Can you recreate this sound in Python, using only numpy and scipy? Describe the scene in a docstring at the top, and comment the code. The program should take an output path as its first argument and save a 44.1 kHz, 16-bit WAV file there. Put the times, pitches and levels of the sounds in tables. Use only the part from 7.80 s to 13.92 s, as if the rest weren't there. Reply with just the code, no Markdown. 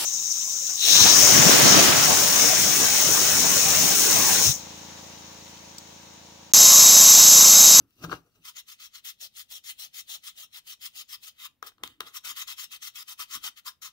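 """A low table rumble in quiet air, then a steel grater drags and clanks on the rim of a stone mortar.
Chalk is rubbed to and fro on the grater in quick strokes; a few taps and skids break in before they resume.
Breaking grains and rough contacts drive resonators for bowl, plate and teeth; shaking noise drives the table's.
Two close microphone ports hear it with a short noise echo of a small room and steady shaped-noise air."""
import sys
import numpy as np
from scipy import signal
from scipy.fft import rfft, irfft
from scipy.io import wavfile

SR = 44100
rng = np.random.default_rng(int(sys.argv[2]) if len(sys.argv) > 2 else 0)


def output_pcm(signal):
    """Save a mono or channel-first signal as 16-bit PCM at the path in sys.argv[1].

    Samples are clipped to [-1, 1] before scaling.
    """
    pcm = np.clip(np.atleast_2d(signal).T, -1, 1) * 32767
    wavfile.write(sys.argv[1], SR, np.round(pcm).astype(np.int16))


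N = 269892  # samples

# Six groups of modes, in this order throughout: rim, bowl, frame, plate, teeth, treble.
# Drive levels are relative: later group gains, mode gains and roughness act on them.

# steady room air: (frequency [Hz], relative level per Hz [dB])
AIR_COLOUR = [(15, -23), (25, -5), (45, 0.5), (102, 0), (261, -5), (371, -13), (500, -13.5), (981, -18.5),
              (3580, -21.5), (8050, -31), (15800, -22.5)]
AIR_DB, AIR_ALIKE = -76.5, 0.532  # rms level; correlation between the ports

# hands jolt the table: (time [s], hold [s], drive [dB])
JOLTS = [(0, 0.0035, -57), (0.211, 0.034, -54.5), (0.276, 0.057, -47), (0.46, 0.016, -80),
         (0.576, .01, -68), (3.835, .03, -81), (4.034, 0.0056, -59), (4.097, 0.013, -73),
         (4.204, 0.05, -70.5), (4.49, 0.037, -78), (5.403, .005, -78.5), (5.554, .005, -63.5),
         (5.676, .01, -80)]
JOLT_RISE_DB_PER_S, JOLT_FALL_DB_PER_S = 399.5, 289
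# modes of the table: (frequency [Hz], width [Hz], left [dB], right [dB], extra once grater is upright [dB])
TABLE_MODES = [(59, 29, 15.5, 21.5, 1.5), (110.8, 25, 22, 24.5, 0), (174.8, 27, 18.5, 20, 1),
               (250, 38, 21.5, 21.5, 5.5), (306, 57, 23.5, 20.5, 2)]

# grater dragged on the rim: (time [s], rim drive [dB], bowl drive [dB], steel drive [dB])
DRAG = [(0, -74, -69, -68.5), (.06, -86, -84, -88), (.11, -92, -86, -74.5), (.15, -95, -90.5, -77),
        (.22, -64, -60, -58), (0.244, -45.5, -40.5, -43), (0.279, -61, -61, -64), (.32, -42, -38.5, -45),
        (.34, -44.5, -43, -47.5), (.358, -53, -55.5, -53.5), (.42, -76, -82.5, -82), (0.474, -65, -74, -75),
        (.532, -98, -92, -86), (0.557, -73, -74, -68.5), (.63, -88, -101, -88)]
# column of DRAG for each group: (drive column [index after time])
DRAG_PART = [0, 1, 2, 2, 2, 2]
# drag level of each group: (gain [dB])
DRAG_GAIN = [0, -1, -10, -2, -3.5, -9.5]
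# how far each group follows the drag's swing about -55 dB: (share [dB per dB])
DRAG_FOLLOWS = [1.1, 0.97, 1.01, 1.07, 0.95, 0.75]

# blows on the grater: (time [s], stone drive [dB], steel drive [dB], brightness of teeth and treble [dB])
BLOWS = [(.106, -77, -77, 7), (.226, -51, -62, 9), (.238, -33.5, -52, -6), (.243, -35, -57, 3),
         (.246, -34.5, -48, -3), (0.261, -55, -60, -6), (.295, -39, -55, -8), (0.3143, -29.5, -56, -5),
         (0.3188, -28, -57, -5), (.327, -27.5, -61, -4), (0.338, -52, -56, -1), (.556, -72, -85, 11),
         (3.826, -35, -54.5, 12), (3.918, -58, -74, -2), (3.981, -59.5, -69, -8), (4.035, -30.5, -31, -7),
         (4.051, -66, -62, 5), (4.075, -54, -44.5, -2), (4.205, -28.5, -35, 2), (4.215, -42, -53, 1)]
# blow force on each group: (gain [dB])
BLOW_GAIN = [-5.5, 3, -3, 7.5, 0, -1]
BLOW_PEAK_S, BLOW_ROUGH = 0.00069, 0.62  # time to the peak; gain of the grit beside the hard touch
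# material of each group: (0 stone, 1 steel [index])
ON_STEEL = [0, 0, 1, 1, 1, 1]
# groups that follow the brightness: (0 no, 1 yes [factor])
BRIGHT = [0, 0, 0, 0, 1, 1]

# mortar thuds on the table: (time [s], strength [dB])
THUDS = [(0.241, -33), (.300, -46.5), (.322, -43), (0.587, -64.5)]
THUD_HZ, THUD_T60_S = 163.4, 0.29

# strokes, in turn away and back: (full speed at [s], rise [s], hold [s], fall [s],
#   plate drive as the hold starts [dB], swell over the hold [dB], brightness of teeth and treble [dB])
# rise and fall are the times for a 30 dB change before SLOW_LOSS
STROKES = [(.653, .034, 0.035, 0.045, -47.5, 1, 1.5), (.767, 0.035, 0.032, 0.026, -45, -0.5, 1),
           (.886, 0.04, 0.034, 0.052, -52, 1.5, 1), (1.003, 0.032, 0.062, 0.028, -48, -3, -0.5),
           (1.151, 0.048, 0.036, .031, -47, -6.5, -2), (1.25, .021, .039, 0.052, -44, 1.5, 1),
           (1.413, 0.029, 0.044, 0.034, -44.5, -2.5, 1), (1.57, 0.052, 0.036, 0.044, -47, 1, 2),
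           (1.712, 0.036, 0.06, 0.036, -46, 1, -0.5), (1.842, .017, 0.059, 0.044, -51, 11, 0),
           (1.997, 0.034, .051, .047, -43, -2, -0.5), (2.144, 0.026, .054, 0.04, -48, 5, 1),
           (2.293, 0.038, .059, 0.039, -43, 1, -0.5), (2.438, 0.032, 0.041, 0.05, -50.5, 8, 0),
           (2.581, 0.043, 0.055, 0.038, -47.5, 2.5, -1), (2.733, 0.036, .044, 0.038, -53, 7.5, -1),
           (2.872, 0.037, .058, 0.03, -49.5, 3, 0), (3.016, 0.028, .046, 0.041, -49.5, 8, 1),
           (3.16, 0.044, 0.052, .039, -45.5, 1, -0.5), (3.292, 0.03, .049, 0.04, -52.5, 11.5, 0),
           (3.434, 0.045, .046, .051, -50.5, 1, 0.5), (3.598, 0.065, 0.061, 0.028, -52.5, 10.5, -3),
           (3.864, .013, 0.0076, 0.044, -54.5, 7, -0.5), (4.269, 0.023, 0.021, 0.036, -50.5, -8.5, -2),
           (4.343, 0.024, 0.03, 0.026, -48, 3.5, 2), (4.449, 0.02, 0.063, 0.034, -41, 0.5, -1.5),
           (4.57, .029, 0.05, 0.036, -39.5, 0, -.5), (4.676, .015, .05, 0.032, -42.5, -0.5, -1.5),
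           (4.782, 0.026, .058, 0.034, -44.5, 1.5, 1.5), (4.919, 0.028, 0.044, .026, -43.5, -6, -1.5),
           (5.025, 0.033, .051, .041, -46, 2.5, .5), (5.158, 0.026, 0.069, 0.011, -45.5, -3, 1),
           (5.282, 0.026, 0.042, 0.031, -47.5, 0.5, 2), (5.394, 0.021, .026, 0.039, -44, 4, 2),
           (5.516, 0.048, .037, 0.043, -44, 6.5, 0.5), (5.643, 0.037, 0.034, 0.035, -39, -1.5, 0),
           (5.774, 0.029, .019, 0.024, -49, -0.5, -4.5), (5.861, .02, .026, 0.041, -46.5, 3, 2),
           (6.019, 0.0079, 0.041, 0.052, -49.5, 6, -0.5)]
RISE_BEND, FALL_BEND = 0.89, 1.37  # edge curve in dB: under 1 a sharp corner, above 1 a round one
# dulling as the chalk slows, for each group: (extra loss [dB per dB])
SLOW_LOSS = [0, 0.14, 0.049, 0.036, 0.19, 0.15]
CREEP_DB, CREEP_STRETCH = -20.5, 2  # slow rubbing at the turns wakes the plate only; longer edges
# grater held low in the mortar, then raised, then upright: (grip starts [s])
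GRIP_FROM_S = [0, 1.2, 3.7]
# each grip, strokes away then back: (rim, bowl at start, bowl at end, frame, teeth,
#   treble at start, treble at end [dB above the plate]; left-right difference [dB])
GRIPS = [
    [(-33, -0.27, 2.5, -7.5, 0, -1.5, -0.18, 3.3), (-32, -1.1, -3, -7.5, 0, -2.5, -0.63, 3.4)],
    [(-24, -11, 2.4, -15.5, -1.16, .5, 0.17, 4.4), (-47.5, -1.5, 4.8, -8.5, -1.3, -1, 0.79, 4.8)],
    [(-31.5, -1, 0, -7.5, 0, 0, 0.0099, 5), (-27, -0.26, 0, -8.5, 0.0069, 0, 0, 5.2)],
]
# how firmly the grater leans on the mortar: (time [s], bowl above the plate [dB])
LEAN = [(.65, -7.5), (.9, -13), (1.17, -12.5), (1.27, -26), (2.15, -25.5), (2.45, -18), (3.43, -18.5),
        (3.62, -11), (3.87, -6.5), (4.3, -3.5), (4.47, -7.5), (4.8, -11.5), (5.05, -13.5), (5.4, -4.5),
        (5.66, -6), (5.78, -13.5), (5.87, 1), (6.03, -5)]

# chalk skids on after a tap: (time [s], hold [s], fall over 30 dB [s], stone drive [dB], steel drive [dB])
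SKIDS = [(3.826, 0.023, 0.09, -55, -57.5), (3.99, .045, 0.1, -69, -80), (4.035, 0.0054, 0.11, -53, -45),
         (4.204, 0.016, 0.18, -52.5, -55)]
# skid force on each group: (gain [dB])
SKID_GAIN = [-1.5, 0, -5, 1, -9, -5]
SKID_RISE_S, SKID_PAN_DB = 0.0046, 1  # rise over 30 dB; left-right difference

# all mode tables of mortar and grater share these columns:
#   (frequency [Hz], width [Hz], left [dB], right [dB], extra on the rim [dB], extra once upright [dB])
# stone rim of the mortar, columns as above
RIM = [(389, 130, 8.5, 9, 8.5, 4), (490, 74, 11.5, 10, 3.5, 0), (585, 92, 17.5, 14, -5, -13.5),
       (855, 440, 15, 13.5, -4, -4.5)]
# stone bowl of the mortar, columns as above
BOWL = [(982, 93, 14.2, 12, 1, 0), (1201, 267, 18.27, 18.84, 0.55, 0),
        (1407, 347, 15.5, 12.5, 3.85, 0.0087), (1606, 112, 13, 3.3, 4.1, 0)]
# steel frame of the grater, columns as above
FRAME = [(2068, 215, 16.2, 7.8, -9.5, 0)]
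# steel plate of the grater, columns as above
PLATE = [(2580, 205, 5.1, 8.4, 6, 1.9), (2810, 67, 11.5, 11.5, 8, -0.057),
         (3088, 357, 10.2, 12.6, -1.5, 1.15), (3357, 208, 14, 10.4, -3.5, -0.41),
         (3540, 132, 9.6, 6.4, -3, -0.16), (3737, 114, 10.7, 15.8, -1.5, 0.9),
         (4162, 173, 10.2, 7.7, 0.5, -1.7)]
# steel teeth of the grater, columns as above
TEETH = [(4523, 200, 6.8, 4.8, 5, 0), (5086, 276, 8.56, 8.7, -1.5, 0.006), (5596, 365, 10, 6.6, 1.5, 0.012),
         (6000, 51, 6, 2, 13.5, 0), (6220, 286, 5.7, 4, -6, 0.0031), (6954, 390, 10.74, 2.3, -3, 0)]
# treble modes of the steel, columns as above
TREBLE = [(7220, 1270, 1, 4.9, 6, 1.8), (9150, 980, 3.4, 8, 2, -0.5), (10230, 1280, 1.3, 3, 5, 1.5),
          (11150, 120, 7, 2, 1.5, 2.4), (11820, 510, 5.8, 2, 4, 2.1), (13700, 1380, 5, 5, -3, 0.1),
          (14270, 590, 10.9, 5.5, 6, 1.2), (15700, 880, 7, 6.7, -0.5, -1)]
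LIFTED_S, TURNED_S = 0.63, 3.55  # the grater leaves the rim; it is turned upright
GRAINS_PER_S, GRAIN_SPREAD_DB = 9000, 0.5
SHARED_HZ = 4470  # above this the ports hear mostly different parts of the plate
# how unevenly rubbing wakes the modes of each group: (spread [dB])
PATCH_DB = [2.9, 1.44, 1.3, 2.29, 3.06, 1.15]
# later arrival of each group at the right port: (lag [samples])
RIGHT_LAG = [6, 7, 9, 9, 9, 9]

ROOM_T60_S, ROOM_DB, WALL_CUT_HZ = 0.18, -18, 9400
CUTOFF_HZ = 15720


def from_db(db):
    """Decibels to gain."""
    return 10 ** (np.asarray(db) / 20)


def from_left(pan_db):
    """Left-right difference as dB for each port."""
    return np.array([[pan_db / 2], [-pan_db / 2]])


def rms_one(x):
    """Scale to rms 1."""
    return x / np.sqrt(np.mean(x ** 2) + 1e-20)


def drift(rate_hz):
    """Smoothed random wander of spread 1, made at a fortieth of the sample rate."""
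    r = np.exp(-80 * np.pi * rate_hz / SR)
    noise = rng.standard_normal(N // 40 + 2002)
    slow = signal.lfilter([1], [1, -2 * r, r * r], noise)[2000:]
    return np.interp(np.arange(N) / 40, np.arange(len(slow)), rms_one(slow))


def resonance(x, hz, width_hz):
    """One mode: a two-pole band-pass with gain 1 on top, ringing longer when narrow."""
    r = np.exp(-np.pi * width_hz / SR)
    poles = [1, -2 * r * np.cos(2 * np.pi * hz / SR), r * r]
    return signal.lfilter([(1 - r * r) / 2, 0, (r * r - 1) / 2], poles, x + 1e-18)


def air():
    """Steady rumble and hiss of the room: coloured noise, partly alike at the two ports."""
    mid, side = rng.standard_normal((2, N))
    pair = np.sqrt(1 + AIR_ALIKE) * mid + np.sqrt(1 - AIR_ALIKE) * side * [[1], [-1]]
    hz, db = np.transpose(AIR_COLOUR)
    bins_hz = np.fft.rfftfreq(N, 1 / SR)
    colour = from_db(np.interp(np.log(bins_hz + 1), np.log(hz), db))
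    return from_db(AIR_DB) * rms_one(irfft(rfft(pair) * colour, N))


def table():
    """Rough shaking by the hands rings the low modes of the table."""
    t, level, out = np.arange(N) / SR, np.zeros(N), np.zeros((2, N))
    for s, hold, db in JOLTS:
        before = JOLT_RISE_DB_PER_S * (s - t)
        after = JOLT_FALL_DB_PER_S * (t - s - hold)
        level += from_db(db - np.maximum(before, after).clip(0, 200))
    shaking = rng.standard_normal(N) * level
    for j, (hz, width_hz, left_db, right_db, turned_db) in enumerate(TABLE_MODES):
        pose = from_db(turned_db * (t > TURNED_S))
        ring = resonance(shaking * pose, hz, width_hz)
        out += (-1) ** j * from_db([[left_db], [right_db]]) * ring  # neighbours in opposite polarity
    return out


def drag():
    """Grater scraping on the rim: a slow force curve for each group of modes and port."""
    t, force = np.arange(N) / SR, np.zeros((6, 2, N))
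    s, *parts = np.transpose(DRAG)
    for k in range(6):
        swing = np.interp(t, s, parts[DRAG_PART[k]], right=-300) + 55
        force[k] = from_db(DRAG_GAIN[k] - 55 + DRAG_FOLLOWS[k] * swing + from_left(3.5))
    return force


def blows():
    """Clanks and taps: each is a short rough contact that dies away, with one hard touch."""
    force, t = np.zeros((6, 2, N)), np.arange(400) / SR
    grit = rng.standard_normal((len(BLOWS), 400))
    contact = BLOW_ROUGH * grit * t / BLOW_PEAK_S * np.exp(1 - t / BLOW_PEAK_S)
    contact[:, round(BLOW_PEAK_S * SR)] += 7.0  # the hard touch
    for (s, *db, bright_db), shape in zip(BLOWS, contact):
        parts = np.array(db)[ON_STEEL] + np.multiply(BRIGHT, bright_db) + BLOW_GAIN
        start = round(s * SR)
        force[:, :, start:start + 400] += from_db(parts[:, None, None] + from_left(8.2)) * shape
    return force


def thuds():
    """Each mortar thud sets the deepest clear mode of the table top ringing."""
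    clicks = np.full(N, 1e-18)
    for s, db in THUDS:
        clicks[round(s * SR)] += from_db(db)
    r, w = from_db(-60 / (THUD_T60_S * SR)), 2 * np.pi * THUD_HZ / SR
    ring = signal.lfilter([0, np.sin(w)], [1, -2 * r * np.cos(w), r * r], clicks)
    return signal.sosfilt(signal.butter(2, 400, fs=SR, output="sos"), ring)  # a soft contact


def strokes():
    """Each stroke speeds up, holds and slows; grip and direction set which parts it wakes."""
    t, force = np.arange(N) / SR, np.zeros((6, 2, N))
    for i, (s, rise, hold, fall, db, swell_db, bright_db) in enumerate(STROKES):
        grip = GRIPS[np.searchsorted(GRIP_FROM_S, s) - 1][i % 2]
        rim, bowl0, bowl1, frame, teeth, treble0, treble1, pan = grip
        span = slice(round((s - 4 * rise) * SR), round((s + hold + 4 * fall) * SR))
        now = t[span]
        along = np.clip((now - s) / hold, 0, 1)
        outside = np.maximum(np.maximum((s - now) / rise, (now - s - hold) / fall), 0)
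        edge = outside ** np.where(now < s, RISE_BEND, FALL_BEND)
        level = db + swell_db * along + from_left(pan)
        bowl = np.interp(s, *np.transpose(LEAN)) + bowl0 + (bowl1 - bowl0) * along
        treble = treble0 + (treble1 - treble0) * along
        for k, above in enumerate([rim, bowl, frame, 0, teeth, treble]):
            loss = 30 * edge * (1 + SLOW_LOSS[k])
            force[k, :, span] += from_db(level + above + BRIGHT[k] * bright_db - loss)
        force[3, :, span] += from_db(level + CREEP_DB - 30 * outside / CREEP_STRETCH)  # creep on the plate
    return force


def skids():
    """The chalk skids on after a tap: a quick rise, a short hold and a fall straight in dB."""
    t, force = np.arange(N) / SR, np.zeros((6, 2, N))
    for start, hold, fall, *db in SKIDS:
        span = slice(round((start - .02) * SR), round((start + .4) * SR))
        now = t[span]
        outside = np.maximum(np.maximum((start - now) / SKID_RISE_S, (now - start - hold) / fall), 0)
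        for k, steel in enumerate(ON_STEEL):
            force[k, :, span] += from_db(db[steel] + SKID_GAIN[k] + from_left(SKID_PAN_DB) - 30 * outside)
    return force


def rubbing():
    """Drag, strokes and skids together, roughened as the chalk catches and slips."""
    catch_and_slip_db = 1.0 * drift(40) + 0.86 * drift(350)
    return (drag() + strokes() + skids()) * from_db(catch_and_slip_db)


def grains():
    """Chalk grains snapping on the teeth: dense clicks of uneven size and random sign; rms 1."""
    size_db = GRAIN_SPREAD_DB * np.minimum(rng.exponential(1, N), 5)
    sizes = from_db(size_db) * rng.choice([-1, 1], N)
    return rms_one(sizes * (rng.random(N) < GRAINS_PER_S / SR))


def grater():
    """Grain snaps and blows ring the modes of mortar and grater; the moving chalk wakes each unevenly."""
    rub, hits, out, t = rubbing(), blows(), np.zeros((2, N)), np.arange(N) / SR
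    shared, apart = grains(), grains()
    for k, modes in enumerate([RIM, BOWL, FRAME, PLATE, TEETH, TREBLE]):
        lag = RIGHT_LAG[k]
        for j, (hz, width_hz, left_db, right_db, rim_db, turned_db) in enumerate(modes):
            alike = 1 / (1 + (hz / SHARED_HZ) ** 2)
            snaps = np.array([shared, alike * shared + np.sqrt(1 - alike ** 2) * apart])
            pose = from_db(rim_db * (t < LIFTED_S) + turned_db * (t > TURNED_S))
            patches = from_db(PATCH_DB[k] * drift(13.4))
            left, right = pose * (snaps * rub[k] * patches + hits[k])
            force = np.array([left, np.r_[np.zeros(lag), right[:-lag]]])
            ring = resonance(force, hz, width_hz)
            out += (-1) ** j * from_db([[left_db], [right_db]]) * ring
    return out


def room(x):
    """Short echo: noise that dies away, duller in the walls, its own at each port."""
    t = np.arange(round(.4 * SR)) / SR
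    tail = rng.standard_normal((2, len(t))) * from_db(-60 * t / ROOM_T60_S) * (t > .004)
    tail = signal.sosfilt(signal.butter(1, WALL_CUT_HZ, fs=SR, output="sos"), tail)
    tail /= np.sqrt(np.sum(tail ** 2, axis=1, keepdims=True))
    return from_db(ROOM_DB) * signal.fftconvolve(x, tail, axes=1)[:, :N]


def scene():
    """Grater and table, their room echo and the quiet air."""
    close = grater() + table() + thuds()
    return close + room(close) + air()


def record(dry):
    """A steep low-pass cuts the top."""
    return signal.sosfilt(signal.ellip(12, .5, 70, CUTOFF_HZ, fs=SR, output="sos"), dry)


dry = scene()
out = record(dry)
output_pcm(out)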